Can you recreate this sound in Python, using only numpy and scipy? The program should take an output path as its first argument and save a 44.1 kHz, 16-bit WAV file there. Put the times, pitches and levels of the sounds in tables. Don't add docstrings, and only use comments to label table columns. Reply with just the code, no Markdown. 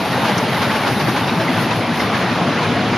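import sys
import numpy as np
from scipy import signal
from scipy.fft import rfft, irfft, next_fast_len
from scipy.io import wavfile
from scipy.ndimage import uniform_filter1d, map_coordinates

SR = 44100
rng = np.random.default_rng(int(sys.argv[2]) if len(sys.argv) > 2 else 0)


def makeup_ratio(level_db):
    decades = np.asarray(level_db, float) / 20
    return 10 ** decades


def pcm_store(signal):
    levels = np.round(np.clip(np.atleast_2d(signal), -1, 1) * 32767)
    wavfile.write(sys.argv[1], SR, levels.astype(np.int16).T)


N = 130977


def unit(x):
    return x / np.sqrt(np.mean(x ** 2) + 1e-20)


def along(points, hz):
    f, v = np.transpose(points)
    return np.interp(np.log(hz + 1), np.log(f + 1), v)


def curves(rows):
    s, *cols = np.transpose(rows)
    return [np.interp(np.arange(N) / SR, s, c) for c in cols]


def wobble(rate):
    return map_coordinates(rng.standard_normal(400), [np.arange(N) * rate / SR], mode="wrap")


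def filtered(x, response):
    m = next_fast_len(N + SR // 2)
    spectrum = rfft(x, m) * response(np.fft.rfftfreq(m, 1 / SR))
    return irfft(spectrum, m)[..., :N]


# frequency in Hz, likeness from 0 to 1.
LIKENESS = [(100, 0.99), (700, .99), (1500, 0.97), (3000, 0.87), (6000, 0.6), (11000, 0.59), (12300, 0.85)]


def rush(spectrum, patchy_db, grainy_db):
    z = signal.stft(rng.standard_normal((2, N)), nperseg=512)[2]
    field = uniform_filter1d(rng.standard_normal(z.shape[1:]), size=6, axis=0)
    field = uniform_filter1d(field, size=8, axis=1)
    pair = signal.istft(z * makeup_ratio(patchy_db * unit(field)), nperseg=512)[1][:, :N]
    flutter = unit(uniform_filter1d(rng.standard_normal(N), size=90))
    pair = pair * makeup_ratio(grainy_db * flutter)
    points = [(5.2, -86)] + list(spectrum) + [(16000, -120)]

    def colour_and_width(hz):
        turn = np.arccos(np.clip(along(LIKENESS, hz), -1, 1)) / 2
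        return makeup_ratio(along(points, hz)) * [np.cos(turn), np.sin(turn)]

    mid, side = filtered(pair, colour_and_width)
    return unit(np.array([mid + side, mid - side]))


def puffs(events, rise_s, fall_s):
    starts = np.array([e[0] for e in events])[:, None]
    t = np.clip(np.arange(N) / SR - starts, 0, None)
    return makeup_ratio([e[1] for e in events]) @ ((1 - np.exp(-t / rise_s)) * np.exp(-t / fall_s))


def swells(events, half_s, extra_db=0, sag=0):
    out = np.zeros(N + SR)
    t = np.arange(round(2 * half_s * SR)) / SR
    window = np.sin(np.pi * t / (2 * half_s)) ** 2
    for s, db, hz in events:
        cycles = hz * t * (1 + sag * (hz < 3000) * (1 - t / (2 * half_s)))
        start = round((s - half_s + .5) * SR)
        out[start:][:len(t)] += makeup_ratio(db + extra_db) * window * np.sin(2 * np.pi * cycles)
    return out[SR // 2:][:N]


# time in seconds, exhaust effort in dB, rolling load in dB.
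TRAIN_PASS = [
    (0, -19.5, -26.5),
    (.3, -18.5, -28),
    (.55, -19, -26.5),
    (.85, -19.5, -23),
    (1.25, -20, -23),
    (1.55, -18, -22.5),
    (1.88, -20, -25),
    (2.2, -19, -23.5),
    (2.97, -18.5, -20.5),
]
# start in seconds, level in dB.
EXHAUST_BEATS = [(.11, -13), (.24, -8), (.28, -11), (.365, -18), (.515, -12), (.612, -6.5), (.695, -10.5),
                 (.745, -11), (.83, -15.5), (.86, -9.5), (.99, -8.5), (1.07, -9.5), (1.16, -6.5),
                 (1.268, -12), (1.395, -12), (1.47, -18), (1.56, -14), (1.7, -9.5), (1.925, -17),
                 (1.988, -10), (2.135, -8.5), (2.2, -16), (2.305, -20), (2.4, -20), (2.46, -19),
                 (2.615, -10), (2.685, -15), (2.81, -26), (2.915, -16)]
BEAT_RISE_S, BEAT_FALL_S, BEAT_DB = .012, .03, -14
# frequency in Hz, density in dB per Hz.
ROAR_COLOUR = [(150, -2.5), (400, -2), (780, -1), (1100, -3.5), (2200, -8.5), (3500, -13), (5000, -19.5),
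               (9000, -32)]


def exhaust():
    effort_db = curves(TRAIN_PASS)[0]
    roar = makeup_ratio(effort_db - 0.72 + 0.4 * wobble(8.1)) * rush(ROAR_COLOUR, patchy_db=1.23, grainy_db=0.0)
    beat_colour = [(300, -4), (900, -0.5), (1600, -1.5), (2500, -5.5), (5000, -14), (12000, -32.5)]
    push = makeup_ratio(BEAT_DB + 8.5) * puffs(EXHAUST_BEATS, BEAT_RISE_S, BEAT_FALL_S)
    return roar + push * rush(beat_colour, patchy_db=1.5, grainy_db=0.5)


def chimney():
    centre_hz, wide_hz, level_db, fade_db_per_s = 840, 201, -31, -5

    def tone(f):
        return (1j * f * wide_hz / (centre_hz ** 2 - f * f + 1j * f * wide_hz)) ** 2

    push = 1 + unit(puffs(EXHAUST_BEATS, BEAT_RISE_S, 2 * BEAT_FALL_S)) / 2
    fade = makeup_ratio(level_db + fade_db_per_s * np.arange(N) / SR)
    return fade * push * unit(filtered(rng.standard_normal(N), tone))


# frequency in Hz, density in dB per Hz.
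RUMBLE_COLOUR = [(40, -29), (63, -23.5), (85, -9), (115, -5.5), (180, -1.5), (240, -1.5), (330, -6),
                 (500, -26)]
# middle in seconds, level in dB, pitch in Hz.
WHEEL_THUMPS = [(0.11, -16, 184), (0.164, -18, 241), (0.247, -16.5, 220.5), (0.301, -21, 273),
                (0.327, -15, 202), (0.383, -17, 182), (0.431, -16, 246), (0.501, -17, 220),
                (0.553, -18, 177), (0.708, -19, 203), (0.76, -15, 220), (0.966, -18.5, 214),
                (1.036, -16.5, 147.6), (1.086, -16, 326), (1.139, -20, 251), (1.235, -27, 169),
                (1.329, -16, 230), (1.381, -11, 176), (1.503, -15, 260), (1.56, -25, 250),
                (1.59, -16.5, 179.4), (1.616, -15.5, 235), (1.67, -14, 226), (1.766, -22, 194),
                (1.894, -20, 302), (1.898, -14, 233), (1.922, -15.5, 180), (1.974, -22, 244),
                (2.023, -20, 240), (2.061, -16.5, 195), (2.127, -17, 202), (2.251, -15.5, 186.7),
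                (2.379, -19, 192), (2.422, -20, 319), (2.426, -17, 180), (2.472, -15.5, 250),
                (2.508, -19, 262), (2.566, -17, 230), (2.578, -24, 154), (2.616, -20, 201),
                (2.67, -16.5, 174), (2.708, -17, 253), (2.786, -18, 197), (2.846, -23, 255)]
# middle in seconds, level in dB, pitch in Hz.
AXLE_THUDS = [(0.114, -23, 126), (0.174, -29, 129), (0.237, -28.5, 123), (0.333, -23.5, 129),
              (0.373, -25, 107), (0.439, -25, 116), (0.521, -22, 129), (0.565, -24.5, 135),
              (0.607, -26, 101), (0.682, -23, 121), (0.918, -21, 120), (1.09, -21.5, 123),
              (1.225, -24, 119), (1.279, -21.5, 143), (1.405, -20.5, 118), (1.576, -23.5, 111),
              (1.63, -27, 116), (1.72, -22, 111.5), (1.782, -21, 113.7), (1.932, -29, 103),
              (2.087, -25, 117), (2.161, -23, 132), (2.281, -21.5, 122), (2.333, -26, 100),
              (2.355, -28, 138), (2.42, -25.5, 122), (2.49, -27, 111), (2.674, -22, 110.4),
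              (2.736, -24, 132.3), (2.788, -25, 123), (2.895, -22, 116.7)]


def wheels():
    load_db = curves(TRAIN_PASS)[1]
    rumble = makeup_ratio(load_db - 0.5) * rush(RUMBLE_COLOUR, patchy_db=.5, grainy_db=0)
    thumps = swells(WHEEL_THUMPS, half_s=0.03, extra_db=-2)
    thuds = swells(AXLE_THUDS, half_s=0.0444, extra_db=1)
    return rumble + thumps + thuds


# middle in seconds, level in dB, pitch in Hz.
ROD_CLANKS = [(.134, -24.5, 1863), (.527, -30, 2137), (.569, -24, 2021), (.842, -23, 2213),
              (.878, -32, 3723), (.984, -29, 3714), (1.241, -26, 3604), (1.272, -39, 5281),
              (1.286, -25, 2640), (1.296, -25, 2454), (1.293, -25, 3763), (1.415, -30, 5286),
              (1.487, -21.5, 2048), (1.592, -29, 1822), (1.718, -33, 3701), (2.003, -24, 2056),
              (2.006, -34, 5270), (2.654, -27, 2460)]
# middle in seconds, level in dB, pitch in Hz.
VALVE_TICK = [
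    (.384, -33, 5650),
    (.384, -44, 9000),
    (.386, -38, 10800),
]
# middle in seconds, level in dB, pitch in Hz.
FRAME_KNOCKS = [(0.032, -20, 670), (0.05, -20, 837), (0.186, -18, 557), (0.243, -18, 910),
                (0.271, -20, 983), (0.301, -14, 842), (0.313, -15, 602), (0.437, -15, 876),
                (0.485, -21, 640), (0.565, -19, 855), (0.629, -18, 1087), (0.744, -20, 872),
                (0.76, -21, 587), (0.842, -24, 1346), (0.844, -19, 594), (0.868, -22, 804),
                (0.902, -13, 807), (0.974, -21, 825), (1.052, -24, 765), (1.155, -17, 816),
                (1.349, -17.5, 885), (1.409, -12, 647), (1.423, -17, 873), (1.67, -18.5, 715),
                (1.722, -15, 972), (2.059, -19, 1194), (2.233, -18, 690), (2.359, -24, 840),
                (2.377, -18, 653), (2.42, -18.5, 1273), (2.426, -21, 1055), (2.432, -17, 729),
                (2.486, -25, 826), (2.486, -20, 597), (2.63, -16.5, 958), (2.75, -17, 568),
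                (2.776, -14.5, 707), (2.834, -15.5, 727)]


def rods():
    ragged = makeup_ratio(2 * unit(uniform_filter1d(rng.standard_normal(N), size=200)))
    clanks = swells(ROD_CLANKS, half_s=.016, sag=.065) * ragged
    knocks = swells(FRAME_KNOCKS, half_s=0.022, extra_db=-5)
    return clanks + swells(VALVE_TICK, half_s=0.0079) + knocks


# time in seconds, flow in dB, left over right in dB.
STEAM_LEAK = [(0, -42.5, 2), (.45, -42, 1.5), (.55, -40.5, 2), (.7, -42.5, 5), (1.08, -41, 5.5),
              (1.3, -46.5, 9), (1.42, -44.5, 7), (1.49, -47, 5), (1.63, -40, 7), (1.69, -46.5, 3),
              (1.76, -43, 7), (1.86, -49, 5), (2.03, -42.5, 7), (2.1, -48, 8), (2.24, -45.5, 5),
              (2.3, -49.5, 9), (2.6, -48, 4), (2.97, -50.5, 1)]
# frequency in Hz, density in dB per Hz.
HISS_COLOUR = [(1500, -47), (4000, 10), (7000, -1.5), (10500, 5), (11800, 0), (12700, 3)]
# start in seconds, level in dB.
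STEAM_SPIT = [
    (.378, -17),
]
# frequency in Hz, level in dB.
SPIT_TONE = [(4000, -30), (5200, 5), (5800, 11), (7000, 3), (9000, -3), (9900, -11), (10800, 6),
             (12000, -10)]


def leak():
    flow_db, pan_db = curves(STEAM_LEAK)
    lean_db = np.array([pan_db, -pan_db]) / 2
    flow = makeup_ratio(flow_db + 6.5 + wobble(32.66) / 2 + lean_db)
    hiss = flow * rush(HISS_COLOUR, patchy_db=1.1, grainy_db=1.2)
    spit = puffs(STEAM_SPIT, rise_s=0.0037, fall_s=0.008) * rush(SPIT_TONE, patchy_db=5.0, grainy_db=3)
    return hiss + spit


# middle in seconds, level in dB.
SIDE_BURSTS = [(.224, -30), (.458, -33), (.612, -32), (.678, -31), (.873, -26), (1.078, -29), (1.311, -35),
               (1.612, -33), (1.712, -30), (2.039, -29), (2.163, -30), (2.311, -32.5), (2.526, -32),
               (2.723, -34),]
# frequency in Hz, level in dB.
SIDE_BURST_TONE = [(80, -30), (200, -5), (900, 1), (2500, -6), (6000, -25)]


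def side_bursts():
    t, spread_s = np.arange(N) / SR, 0.012
    gate = sum(makeup_ratio(db) * np.exp(-((t - s) / spread_s) ** 2 / 2) for s, db in SIDE_BURSTS)
    return gate * rush(SIDE_BURST_TONE, patchy_db=3.0, grainy_db=4.0)[0] * np.array([[1], [-1]])


# frequency in Hz, left over right in dB.
TRAIN_LEAN = [(100, 2), (700, 1.3), (2200, 0), (7000, -2)]


def scene():
    train = exhaust() + chimney() + wheels() + rods()
    leaning = filtered(train, lambda hz: makeup_ratio(np.outer([.5, -.5], along(TRAIN_LEAN, hz))))
    return leaning + leak() + side_bursts()


def microphone(dry):
    notch_hz, wide_hz, depth, gap_hz = 7890, 3080, 0.015, 130
    low_cut_hz, top_hz = 7.2, 12760

    def response(hz):
        off = notch_hz ** 2 - hz ** 2
        notch = (off + 1j * hz * wide_hz * depth) / (off + 1j * hz * wide_hz)
        low_cut = (1j * hz / (low_cut_hz + 1j * hz)) ** 2
        return notch * (abs(hz - notch_hz) > gap_hz) * (hz < top_hz) * low_cut

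    return filtered(dry, response)


def gated(x, share):
    power = uniform_filter1d(x ** 2, round(.04 * SR))
    is_open = 1. * (power > np.quantile(power, 1 - share))
    return x * uniform_filter1d(is_open, size=400)


# from Hz, to Hz, share of time kept in mid, share of time kept in side.
WEAK_BANDS = [(7480, 7760, .55, .3), (8020, 8250, .6, .3), (12100, 12760, .63, .08)]


def thin_treble(wet):
    for low, high, mid_share, side_share in WEAK_BANDS:
        band = filtered(wet, lambda hz: (hz >= low) * (hz < high))
        mid = gated((band[0] + band[1]) / 2, mid_share)
        side = gated((band[0] - band[1]) / 2, side_share)
        wet = wet - band + [mid + side, mid - side]
    return wet


def band_limit(x):
    return signal.sosfilt(signal.butter(12, 13710, fs=SR, output="sos"), x)


def record(dry):
    mix = thin_treble(microphone(dry))
    return band_limit(mix)


dry = scene()
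out = record(dry)
pcm_store(out)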